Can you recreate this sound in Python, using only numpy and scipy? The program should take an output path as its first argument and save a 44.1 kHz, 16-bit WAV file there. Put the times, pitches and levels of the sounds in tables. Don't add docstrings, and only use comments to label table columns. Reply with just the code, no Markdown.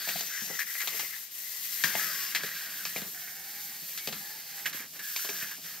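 import sys
import numpy as np
from scipy import signal
from scipy.fft import rfft, irfft
from scipy.io import wavfile

SR = 44100
rng = np.random.default_rng(int(sys.argv[2]) if len(sys.argv) > 2 else 0)


def voltage_ratio(level):
    return 10 ** (np.asarray(level, float) / 20)


def store_wav(level_fs):
    pcm = np.round(np.clip(np.atleast_2d(level_fs), -1, 1) * 32767)
    wavfile.write(sys.argv[1], SR, pcm.T.astype(np.int16))


N = 255780

# f/Hz, level/dB, time to fade by 60 dB/s
SHELL_MODES = [(1280, -63, 0.014), (1600, -17.5, 0.21), (1680, -9.5, 0.046), (1740, -12.5, 0.082),
               (1800, -4, 0.0068), (1895, -11.5, 0.084), (1930, -19, 0.011), (2077, -7, 0.076),
               (2308, 4, 0.024), (2507, -12, 0.15), (3150, -19, 0.041)]
CHASSIS_MODES = [(2806, 6.5, 0.0046), (3300, -5, 0.014), (3907, 0.5, 0.0049), (4190, -6, 0.0067),
                 (4550, -7.5, 0.0046), (5070, -4.5, 0.0038), (5780, -5, 0.0038), (5920, -1.5, 0.0095),
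                 (6380, 11.5, 0.002)]
BOARD_MODES = [(145.8, -25.5, 0.55), (173.5, -11.5, 0.19), (209.3, -8.5, 0.047), (267, -13.5, 0.061),
               (290, -25, 0.06)]
HOLLOW_MODES = [(315, -27, 0.065), (420, -10.5, 0.04), (519, -7, 0.025), (650, -13.5, 0.083),
                (740, -6.5, 0.032), (855, -2.5, 0.023), (1120, 0, 0.014), (1260, -8, 0.043)]

JOLT_FADE_DB_PER_S = 382


def gear_hiss(throb, patchy_db):
    # f/Hz, level per Hz/dB
    colour = [(3500, -14.5), (5000, -7), (6000, -2.5), (8000, -4.5), (11200, -4.5), (11450, 0.5),
              (13000, 2), (14500, -1.5), (15700, -2)]
    # f/Hz, likeness/0..1
    likeness = [(4500, 0.45), (6000, 0.13), (11200, 0.22), (11450, 0.98)]
    hz = np.arange(N // 2 + 1) * SR / N
    near, other = [rfft(contacts(12000, 2.9)) * voltage_ratio(at_hz(colour, hz)) for side in range(2)]
    both = pair(near, other, at_hz(likeness, hz))
    out = 0
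    for centre_hz in np.arange(3200, 16800, 800):
        band = np.clip(1 - np.abs(hz - centre_hz) / 800, 0, 1)
        out = out + voltage_ratio(patchy_db * drift(5.5)) * irfft(both * band, N)
    return throb * rms_one(out)


def gear_rasp(rasp_db, rasp_hz, throb):
    frame = rattle(CHASSIS_MODES, 6000, 2.5, 1.5, .6, rasp_hz, width=.2)
    return voltage_ratio(rasp_db - 1) * throb * frame


def stalls():
    # t/s, gear loss/dB, shell loss/dB, half length/s
    dips = [(.268, -1.5, 4, .04), (.455, -.5, 4, .032), (.651, 8.5, 21, .032), (.926, 3, 3, .046),
            (1.295, 11, 3, .056), (1.69, 2.5, 4.5, .12), (1.831, -1, 11, .012), (2.406, 6, -3, .039),
            (2.425, 0, 6, .01), (3.11, 1, 6, .049), (3.645, 0, 7, .049), (4.45, 6, 6.5, .13),
            (4.725, 14, 5, .026), (4.856, 10, -3, .075), (4.89, 3, 20, .058), (4.91, 0, 16, .028),
            (4.953, 8, 2.5, .059), (4.985, 1, 6, .01), (5.005, 11, 0, .036), (5.153, 3, 0, .01),
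            (5.536, 4.5, 8, .25), (5.588, 5, 16, .067)]
    s, *depths_db, half_s = np.transpose(dips)

    def dip(db):
        return coarse(lambda t: -np.sum(db * np.clip(1 - np.abs(t - s) / half_s, 0, 1), axis=1))

    return [dip(db) for db in depths_db]


def drone():
    runs = [(1.95, 2.13, 690, 640, -57), (1.975, 2.13, 1330, 1270, -46), (2.12, 2.3, 1130, 1090, -54),
            (2.17, 2.33, 2760, 2830, -52), (.5, .56, 1500, 1290, -54), (3.13, 3.22, 780, 745, -61),
            (3.2, 3.55, 720, 810, -62), (3.53, 3.8, 790, 815, -61.5), (4.19, 4.33, 780, 850, -59),
            (4.31, 4.41, 850, 830, -60), (4.52, 4.66, 795, 825, -59), (5.33, 5.41, 1650, 1700, -52),
            (-.1, .3, 4550, 4500, -43.5), (1.9, 2.36, 4950, 5250, -45), (.28, .44, 1600, 1700, -45),
            (.47, .59, 2000, 1960, -46), (2.44, 2.56, 2000, 1940, -47), (2.5, 2.86, 1650, 1550, -53),
            (4.99, 5.17, 1750, 1620, -49), (.36, .6, 4940, 5600, -52), (3.4, 3.96, 4500, 4450, -54),
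            (4.12, 4.64, 4500, 4500, -54), (3.98, 4.075, 2250, 2280, -50), (.32, .41, 2000, 2050, -47),
            (.74, .83, 2000, 2000, -44), (1.12, 1.17, 1950, 1950, -47), (.66, .725, 1950, 1950, -46),
            (4.805, 4.84, 2480, 2480, -49), (3.15, 3.77, 1500, 1600, -59), (3.2, 3.8, 2200, 2290, -59.5),
            (4.19, 4.37, 1700, 1700, -54), (3.15, 3.6, 1750, 1800, -56), (5.19, 5.29, 1450, 1450, -53),
            (-.05, .075, 1650, 1560, -47), (.11, .17, 1600, 1650, -48), (1.34, 1.825, 1930, 2000, -57),
            (5.67, 5.78, 1750, 1850, -54), (5.65, 5.7, 2250, 2270, -55), (4.44, 4.52, 815, 795, -64),
            (1.99, 2.14, 1930, 1960, -45), (2.03, 2.18, 1580, 1560, -47), (2.315, 2.35, 1640, 1620, -46),
            (2.57, 2.68, 1800, 1850, -51), (2.99, 3.05, 1650, 1640, -51)]
    evenness = .3
    out, t = np.zeros(N), np.arange(N) / SR
    waver = 1 + 0.00786 * drift(8.57)
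    broken = voltage_ratio(1.2 * drift(18))

    def sway_pair(width_hz):
        low = signal.butter(2, width_hz, fs=SR, output="sos")
        return rms_one(signal.sosfilt(low, rng.standard_normal((2, N))))

    thin, soft, wide, broad = [sway_pair(width_hz) for width_hz in (30, 42, 75, 360)]
    for start, end, first_hz, last_hz, db in runs:
        fade_s = .022
        if first_hz > 4000:
            kind, fade_s = broad, .022 * 4
        elif 1440 < last_hz < 2200:
            kind = wide
        elif last_hz < 900:
            kind = soft
        else:
            kind = thin
        on = (t > start) & (t < end)
        gate = np.clip(np.minimum(t[on] - start, end - t[on]) / fade_s, 0, 1)
        pitch_hz = np.interp(t[on], [start, end], [first_hz, last_hz]) * waver[on]
        turn = 2 * np.pi * np.cumsum(pitch_hz) / SR
        sway, other = kind[:, on]
        song = (sway * np.sin(turn) + other * np.cos(turn)) / (sway ** 2 + other ** 2 + .1) ** evenness
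        out[on] += gate * broken[on] * voltage_ratio(db + 1.5) * song
    return out


def shell_rattle(shell_db, shell_hz, throb):
    shell = rattle(SHELL_MODES, 900, 2.6, 1.3, .45, shell_hz, width=.17)
    return above(voltage_ratio(shell_db - 4.0) * throb * shell, 1130)


def table_rumble(board_db, shell_db, lift_db):
    board = voltage_ratio(board_db) * rattle(BOARD_MODES, 400, 3.95, 2.2, 0.86)
    hollow_db = 0.58 * board_db + 0.35 * shell_db + .15 * lift_db - 7.5
    return board + voltage_ratio(hollow_db) * rattle(HOLLOW_MODES, 500, 1.93, 3.0, 0.6)


def clacks(s, clack_db, crack_db, shell_hz, crack_hz):
    # f/Hz, level/dB, time to fade by 60 dB/s
    snap_modes = [(7400, 15, 0.0032), (9500, -16, 0.0022), (13100, 2, 0.0033), (14700, 1, .004)]
    shell = knocks(s, SHELL_MODES, clack_db - 19, 460, shell_hz)
    frame = knocks(s, CHASSIS_MODES, crack_db - 6.5, 450, crack_hz, width=0.52)
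    return shell + frame + knocks(s, snap_modes, crack_db - 17, 430)


def taps():
    # t/s, level/dB, f/Hz
    touches = [(.034, -43, 1730), (0.058, -36, 1680), (.0885, -24, 2300), (0.0913, -20, 2400),
               (.138, -31, 1650), (.589, -24, 1800), (.5925, -16, 1800), (0.603, -20, 1750),
               (0.609, -19.5, 1920), (0.6168, -18.5, 1800), (0.6304, -26, 1910), (0.874, -28, 2850),
               (0.88, -21, 2400), (0.8804, -25, 3700), (1.8389, -12.5, 1800), (1.8432, -11.5, 1695),
               (1.855, -22, 1800), (2.3524, -28, 1800), (2.3562, -21.5, 2100), (2.3592, -16, 2010),
               (2.3622, -17, 2420), (2.8535, -19, 4800), (2.854, -24, 2520), (2.872, -32, 1800),
               (2.9625, -18.5, 2350), (2.967, -21, 2300), (4.0736, -22.5, 2590), (4.0738, -19, 4800),
               (4.6622, -16, 1930), (4.666, -18, 1950), (5.1622, -18.5, 2400), (5.163, -17, 4970),
               (5.165, -32, 3850), (5.293, -22, 2360), (5.25, -35, 1010), (5.193, -31.5, 1440),
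               (5.431, -25, 1800), (5.172, -26, 2400), (2.4345, -19.5, 1640), (4.994, -29, 1730),
               (5.4222, -24, 1800), (0.377, -26.5, 1720), (1.9535, -21, 2740), (4.126, -26, 3600),
               (.805, -26, 4100), (.156, -27, 728), (.087, -31, 713), (.506, -38.5, 544),
               (1.9515, -27.5, 694), (1.954, -21, 2190), (1.997, -28, 1890), (2.158, -29, 1580),
               (2.431, -28, 1660), (2.466, -31, 1980), (2.515, -27, 1830), (2.667, -32, 1880),
               (4.658, -19, 1691), (4.65, -28, 2180), (4.662, -23, 2800), (4.673, -26, 1690),
               (4.13, -39, 1160), (2.864, -38, 1250)]
    cycles = 23
    out, t = np.zeros(N + SR), np.arange(SR // 20) / SR
    for s, db, hz in touches:
        fade = voltage_ratio(db + 0.5 - 60 * t * hz / cycles)
        push = 1 - np.exp(-t * hz * 0.77)
        out[int(s * SR):][:len(t)] += fade * push * np.sin(2 * np.pi * hz * t)
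    return out[:N]


def landings(s, thump_db, body_db, hollow_hz):
    thump = knocks(s, BOARD_MODES, thump_db + 0.5, 790)
    return thump + knocks(s, HOLLOW_MODES, body_db + 2.5, 480, hollow_hz, width=0.53)


def place(x, lr_db):
    # f/Hz, share/0..1
    sideways = [(500, 0), (1000, 0.82), (1900, 1), (3200, 0.29), (4400, 0)]
    centre_db, shade_per_db, lead_rad_per_db = 6.5, 0.32, -0.01
    hz = np.arange(N // 2 + 1) * SR / N
    middle = signal.hilbert(irfft(rfft(x) * np.clip(at_hz(sideways, hz), 0, 1), N))
    off_db = (lr_db - centre_db) * np.array([[.5], [-.5]])
    change = voltage_ratio(shade_per_db * off_db) * np.exp(1j * lead_rad_per_db * off_db) - 1
    return pan(x + np.real(middle * change), lr_db)


def room(x):
    t60_s, level_db = .2, -16
    t = np.arange(int(.4 * SR)) / SR
    tail = rng.standard_normal((2, len(t))) * voltage_ratio(-60 * t / t60_s) * (t > .004)
    tail = signal.lfilter([.4], [1, -.6], tail)
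    tail /= np.sqrt(np.sum(tail ** 2, axis=1, keepdims=True))
    return voltage_ratio(level_db) * signal.fftconvolve(x, tail, axes=1)[:, :N]


def air():
    # f/Hz, level per Hz/dB
    colour = [(20, -26), (50, -7), (78, 1.5), (110, -10), (300, -10), (900, -9), (2000, -8), (5000, 4.5),
              (11000, 2.5), (16000, -23)]
    # f/Hz, likeness/0..1
    likeness = [(30, .1), (70, 0.26), (200, 0.99), (2000, 1), (5000, 0), (12000, 0.29)]
    hz = np.arange(N // 2 + 1) * SR / N
    near, other = rfft(rng.standard_normal((2, N))) * voltage_ratio(at_hz(colour, hz))
    noise = rms_one(irfft(pair(near, other, at_hz(likeness, hz)), N))
    return voltage_ratio(-47 - 5.5) * pan(noise, np.array([2.5]))


def rattle(modes, per_s, spread_db, patchy_db, damping, centre_hz=None, width=.3):
    hits = [contacts(per_s, spread_db) for k in range(3)]
    out = 0
    for k, (hz, db, t60) in enumerate(modes):
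        lean_db = 0 if centre_hz is None else favour(hz, centre_hz, width)
        swell = voltage_ratio(db + lean_db + patchy_db * drift(5.8))
        out = out + swell * ring(hits[k % 3], hz, t60 * damping)
    return rms_one(above(out, 0.78 * modes[0][0]))


def knocks(s, body, db, fade_db, centre_hz=None, width=0.37):
    after = np.cumsum(rng.uniform(.0006, .0032, (len(s), 10)), axis=1)
    after -= after[:, :1]
    at = np.minimum(((s[:, None] + after) * SR).astype(int), N - 1)
    first_db = 6 * (after == 0)
    sound = 0
    for hz, mode_db, t60 in body:
        per_knock = rng.normal(0, 2.2, (len(s), 1))
        per_bounce = rng.normal(0, 2.14, at.shape)
        lean_db = 0 if centre_hz is None else favour(hz, centre_hz[:, None], width)
        sign = np.where(after > 0, rng.choice([-1, 1], at.shape), 1)
        touch_db = db[:, None] + mode_db + lean_db + first_db + per_knock + per_bounce - fade_db * after
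        clicks = np.zeros(N)
        clicks[at] = sign * voltage_ratio(touch_db)
        sound = sound + ring(clicks, hz, t60)
    return above(sound, 1.015 * body[0][0])


def contacts(per_s, spread_db):
    sizes = voltage_ratio(spread_db * np.minimum(rng.exponential(1, N), 5)) * rng.choice([-1, 1], N)
    return sizes * (rng.random(N) < per_s / SR)


def ring(clicks, hz, t60):
    r, w = voltage_ratio(-60 / (t60 * SR)), 2 * np.pi * hz / SR
    return signal.lfilter([0, np.sin(w)], [1, -2 * r * np.cos(w), r * r], clicks + 1e-18)


def favour(hz, centre_hz, width):
    return -np.minimum((np.log2(hz / centre_hz) / width) ** 2, 2.5) * 6


def above(x, hz):
    return signal.sosfilt(signal.butter(4, hz, "high", fs=SR, output="sos"), x)


def stirred(steady_db, s, db, fade_db_per_s):
    def bursts(t):
        rise = np.clip((t - s) / 0.0029, 0, 1)
        return np.sum(rise * voltage_ratio(2 * (db - fade_db_per_s * np.maximum(t - s, 0))), axis=1)

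    return 10 * np.log10(voltage_ratio(2 * steady_db) + coarse(bursts))


def coarse(shape):
    t = np.arange(0, N / SR + .002, .001)
    return np.interp(np.arange(N) / SR, t, shape(t[:, None]))


def drift(rate):
    r = np.exp(-80 * np.pi * rate / SR)
    slow = signal.lfilter([1], [1, -2 * r, r * r], rng.standard_normal(N // 40 + 2002))[2000:]
    return np.interp(np.arange(N) / 40, np.arange(len(slow)), rms_one(slow))


def in_time(rows):
    s, *columns = np.transpose(rows)
    return [np.interp(np.arange(N) / SR, s, c) for c in columns]


def at_hz(points, hz):
    table_hz, values = np.transpose(points)
    return np.interp(np.log(hz + 1), np.log(table_hz), values)


def rms_one(x):
    return x / np.sqrt(np.mean(x ** 2) + 1e-20)


def pair(near, other, alike):
    alike = np.clip(alike, 0, 1)
    return np.sqrt(1 + alike) * near + np.sqrt(1 - alike) * other * [[1], [-1]]


def pan(x, lr_db):
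    return x * voltage_ratio(np.array([lr_db / 2, -lr_db / 2]))


def scene():
    # t/s, gear effort/dB, left over right/dB, rasp f/Hz
    run = [(0, -37.5, 7.5, 4250), (.17, -37.5, 8.5, 4500), (.32, -43, 8.5, 5660), (.46, -39, 10, 5660),
           (.58, -41.5, 10.5, 5500), (.8, -36.5, 11.5, 4560), (1, -37, 10, 5160), (1.15, -45, 12, 4700),
           (1.5, -39.5, 13, 4620), (2.03, -35.5, 10, 5000), (2.57, -43, 5, 4660), (3.07, -40, 6.5, 4630),
           (3.22, -45, 3.5, 5040), (4.15, -42.5, 6.5, 4550), (4.67, -43.5, 2, 5030), (5.08, -38, 5, 4800),
           (5.3, -39, 5, 5300), (5.8, -45.5, 4, 4900)]
    # t/s, shell shaking/dB, weight on the board/dB, shell f/Hz
    wheels = [(0, -39, -62, 1800), (.15, -41, -81, 1800), (.42, -43.5, -68, 1860), (.7, -48, -86, 1840),
              (.95, -40.5, -66, 1940), (1.26, -58, -81, 1930), (1.79, -45.5, -67.5, 1890),
              (1.88, -34, -63, 1750), (2.3, -42, -65, 1820), (2.6, -42, -64.5, 1660),
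              (2.95, -45.5, -62.5, 1890), (3.15, -49.5, -69.5, 1800), (3.95, -52.5, -65.5, 1860),
              (4.25, -49.5, -69, 1890), (4.55, -46, -65, 1830), (5.1, -44.5, -72, 1680),
              (5.44, -39, -64, 1740), (5.8, -49, -64, 1800)]
    # t/s, shell/dB, bright crack/dB, chatter left behind/dB, crack f/Hz
    small_clacks = [(0.076, -33, -42, -36, 3300), (0.0892, -34, -29.5, -38, 4200),
                    (0.2094, -42, -33.5, -58, 5600), (.2917, -45, -55, -53, 4000),
                    (.379, -34, -44, -38, 4000), (.4778, -38, -55, -42, 4000), (.4994, -38, -55, -47, 4000),
                    (0.592, -26, -32.5, -31, 5000), (.6166, -21, -44, -40, 4000),
                    (0.6684, -36, -61, -37.5, 4000), (0.6995, -36, -60, -41, 4030),
                    (0.7522, -26, -52, -37.5, 4000), (0.8039, -22, -41, -31, 4100),
                    (.817, -35, -34, -34, 5600), (0.8742, -36, -27.5, -38, 3900),
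                    (.9627, -39, -55, -42, 4000), (.9952, -36, -28.5, -34.5, 3070),
                    (1.1283, -31, -62, -41, 4000), (3.145, -39, -59, -43.5, 4000),
                    (3.275, -27.5, -61, -45, 4000), (3.695, -48, -57, -44, 4000),
                    (3.9762, -26, -31.5, -45.5, 4080), (4.0738, -31, -29, -40, 3620),
                    (4.126, -39, -31, -36.5, 3600), (4.6571, -21, -32, -28.5, 4000),
                    (4.6616, -17.5, -27, -42, 3180), (4.7296, -42, -37, -39, 4100),
                    (4.797, -28, -57, -41, 4000), (4.9926, -36, -37.5, -36, 3900)]
    big_clacks = [(1.8379, -14.5, -23.5, -26, 4030), (1.8437, -28, -27.5, -30, 4000),
                  (1.953, -21, -37, -42, 2900), (2.3494, -13, -23, -29, 3840), (2.359, -19, -30, -35, 4300),
                  (2.4345, -23, -34.5, -45, 4300), (2.464, -45, -35, -34.5, 4320),
                  (2.66, -45, -38, -38, 4300), (2.8528, -27, -30, -53, 4700),
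                  (2.962, -38, -30.5, -36, 2900), (3.0177, -35, -38, -39, 3500),
                  (5.1631, -34, -29, -46, 3680), (5.248, -35, -33, -49, 2900), (5.29, -30, -33, -50, 2800),
                  (5.4232, -25, -61, -35, 3100), (5.5111, -31, -43, -39, 3500)]
    # t/s, board thump/dB, hollow body/dB, hollow f/Hz
    touchdowns = [(0.074, -54, -46.5, 700), (0.0907, -50, -45.5, 740), (0.1558, -47.5, -55, 740),
                  (0.2098, -58, -48, 710), (0.4197, -50.5, -49, 350), (0.5, -49.5, -39, 380),
                  (0.525, -68, -51, 423), (.817, -74, -59, 1070), (0.874, -58, -44.5, 1210),
                  (0.9437, -67, -48, 500), (0.9265, -70, -54, 520), (1.029, -62, -49, 440),
                  (0.753, -77, -57, 900), (.837, -76, -55, 600), (0.9953, -57, -46, 1150),
                  (1.841, -40, -41, 1160), (1.952, -43.5, -41, 650), (2.3512, -53, -48, 732),
                  (2.3588, -59, -59, 1180), (2.4364, -49, -42.5, 425), (2.8544, -60, -47.5, 1210),
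                  (2.9605, -45.5, -38, 560), (3.0187, -48, -45, 410), (3.977, -60, -55, 1120),
                  (4.0745, -41.5, -35.5, 457), (4.126, -53.5, -47, 520), (4.6607, -52, -48, 1220),
                  (4.7442, -52, -50, 420), (4.8, -54.5, -50, 327), (4.839, -56, -63, 320),
                  (4.685, -63, -68, 420), (4.715, -55, -70, 400), (4.961, -58, -54, 400),
                  (4.9942, -58, -58, 420), (5.162, -63, -48, 1110), (5.247, -59, -44, 450),
                  (5.291, -44.5, -36.5, 342), (5.4267, -51.5, -74, 810), (5.582, -51, -58, 587)]
    effort_db, lr_db, rasp_hz = in_time(run)
    shake_db, weight_db, shell_hz = in_time(wheels)
    clack_s, clack_db, crack_db, chatter_db, crack_hz = np.transpose(small_clacks + big_clacks)
    land_s, thump_db, body_db, hollow_hz = np.transpose(touchdowns)
    stall_db, lift_db = stalls()

    jolt_db = np.maximum(crack_db - 11, chatter_db - 5.5)
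    gear_db = stirred(effort_db + stall_db, clack_s, jolt_db, JOLT_FADE_DB_PER_S)
    rasp_db = 0.54 * effort_db + 0.47 * shake_db - 1.0 + .5 * stall_db + 0.099 * lift_db
    rasp_db = stirred(rasp_db, clack_s, crack_db - 5.0, JOLT_FADE_DB_PER_S)
    shell_db = stirred(shake_db + lift_db, clack_s, chatter_db, 338)
    board_db = stirred(weight_db + 0.061 * lift_db, land_s, thump_db - 8.5, 96)

    throb = voltage_ratio(1.1 * drift(4.1) + 0.69 * drift(17.0))
    running = gear_rasp(rasp_db, rasp_hz, throb) + drone() + shell_rattle(shell_db, shell_hz, throb)
    running = running + table_rumble(board_db, shell_db, lift_db)
    shell_hz_then = shell_hz[(clack_s * SR).astype(int)]
    tumbles = clacks(clack_s, clack_db, crack_db, shell_hz_then, crack_hz) + taps()
    body = place(running + tumbles + landings(land_s, thump_db, body_db, hollow_hz), lr_db)
    gears = pan(voltage_ratio(gear_db + 1.5), lr_db * 0.5) * gear_hiss(throb, patchy_db=0.5)
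    return body + room(body) + gears + air()


def band_limit(x):
    return signal.sosfilt(signal.butter(12, 17040, fs=SR, output="sos"), x)


def record(dry):
    # f/Hz, left lead/rad
    ports = [(0, 0), (4400, .1), (5200, .6), (6000, 2.2), (7300, 2.2), (9000, 3), (11150, 3.2),
             (11450, 6.28), (22050, 6.28)]
    # f/Hz, left over right/dB
    left_tilt = [(40, 5), (150, 0.5), (600, -4), (2000, -4.5), (12000, -2)]
    # f/Hz, level/dB
    top_cut = [(15700, 0), (15790, -40), (16100, -62), (17000, -72), (17100, -110)]
    hz = np.arange(N // 2 + 1) * SR / N
    lead = np.exp(1j * np.interp(hz, *np.transpose(ports)) * [[1], [0]])
    colour = pan(voltage_ratio(at_hz(top_cut, hz)), at_hz(left_tilt, hz))
    mix = irfft(rfft(dry) * lead * colour, N)
    return band_limit(mix)


dry = scene()
out = record(dry)
store_wav(out)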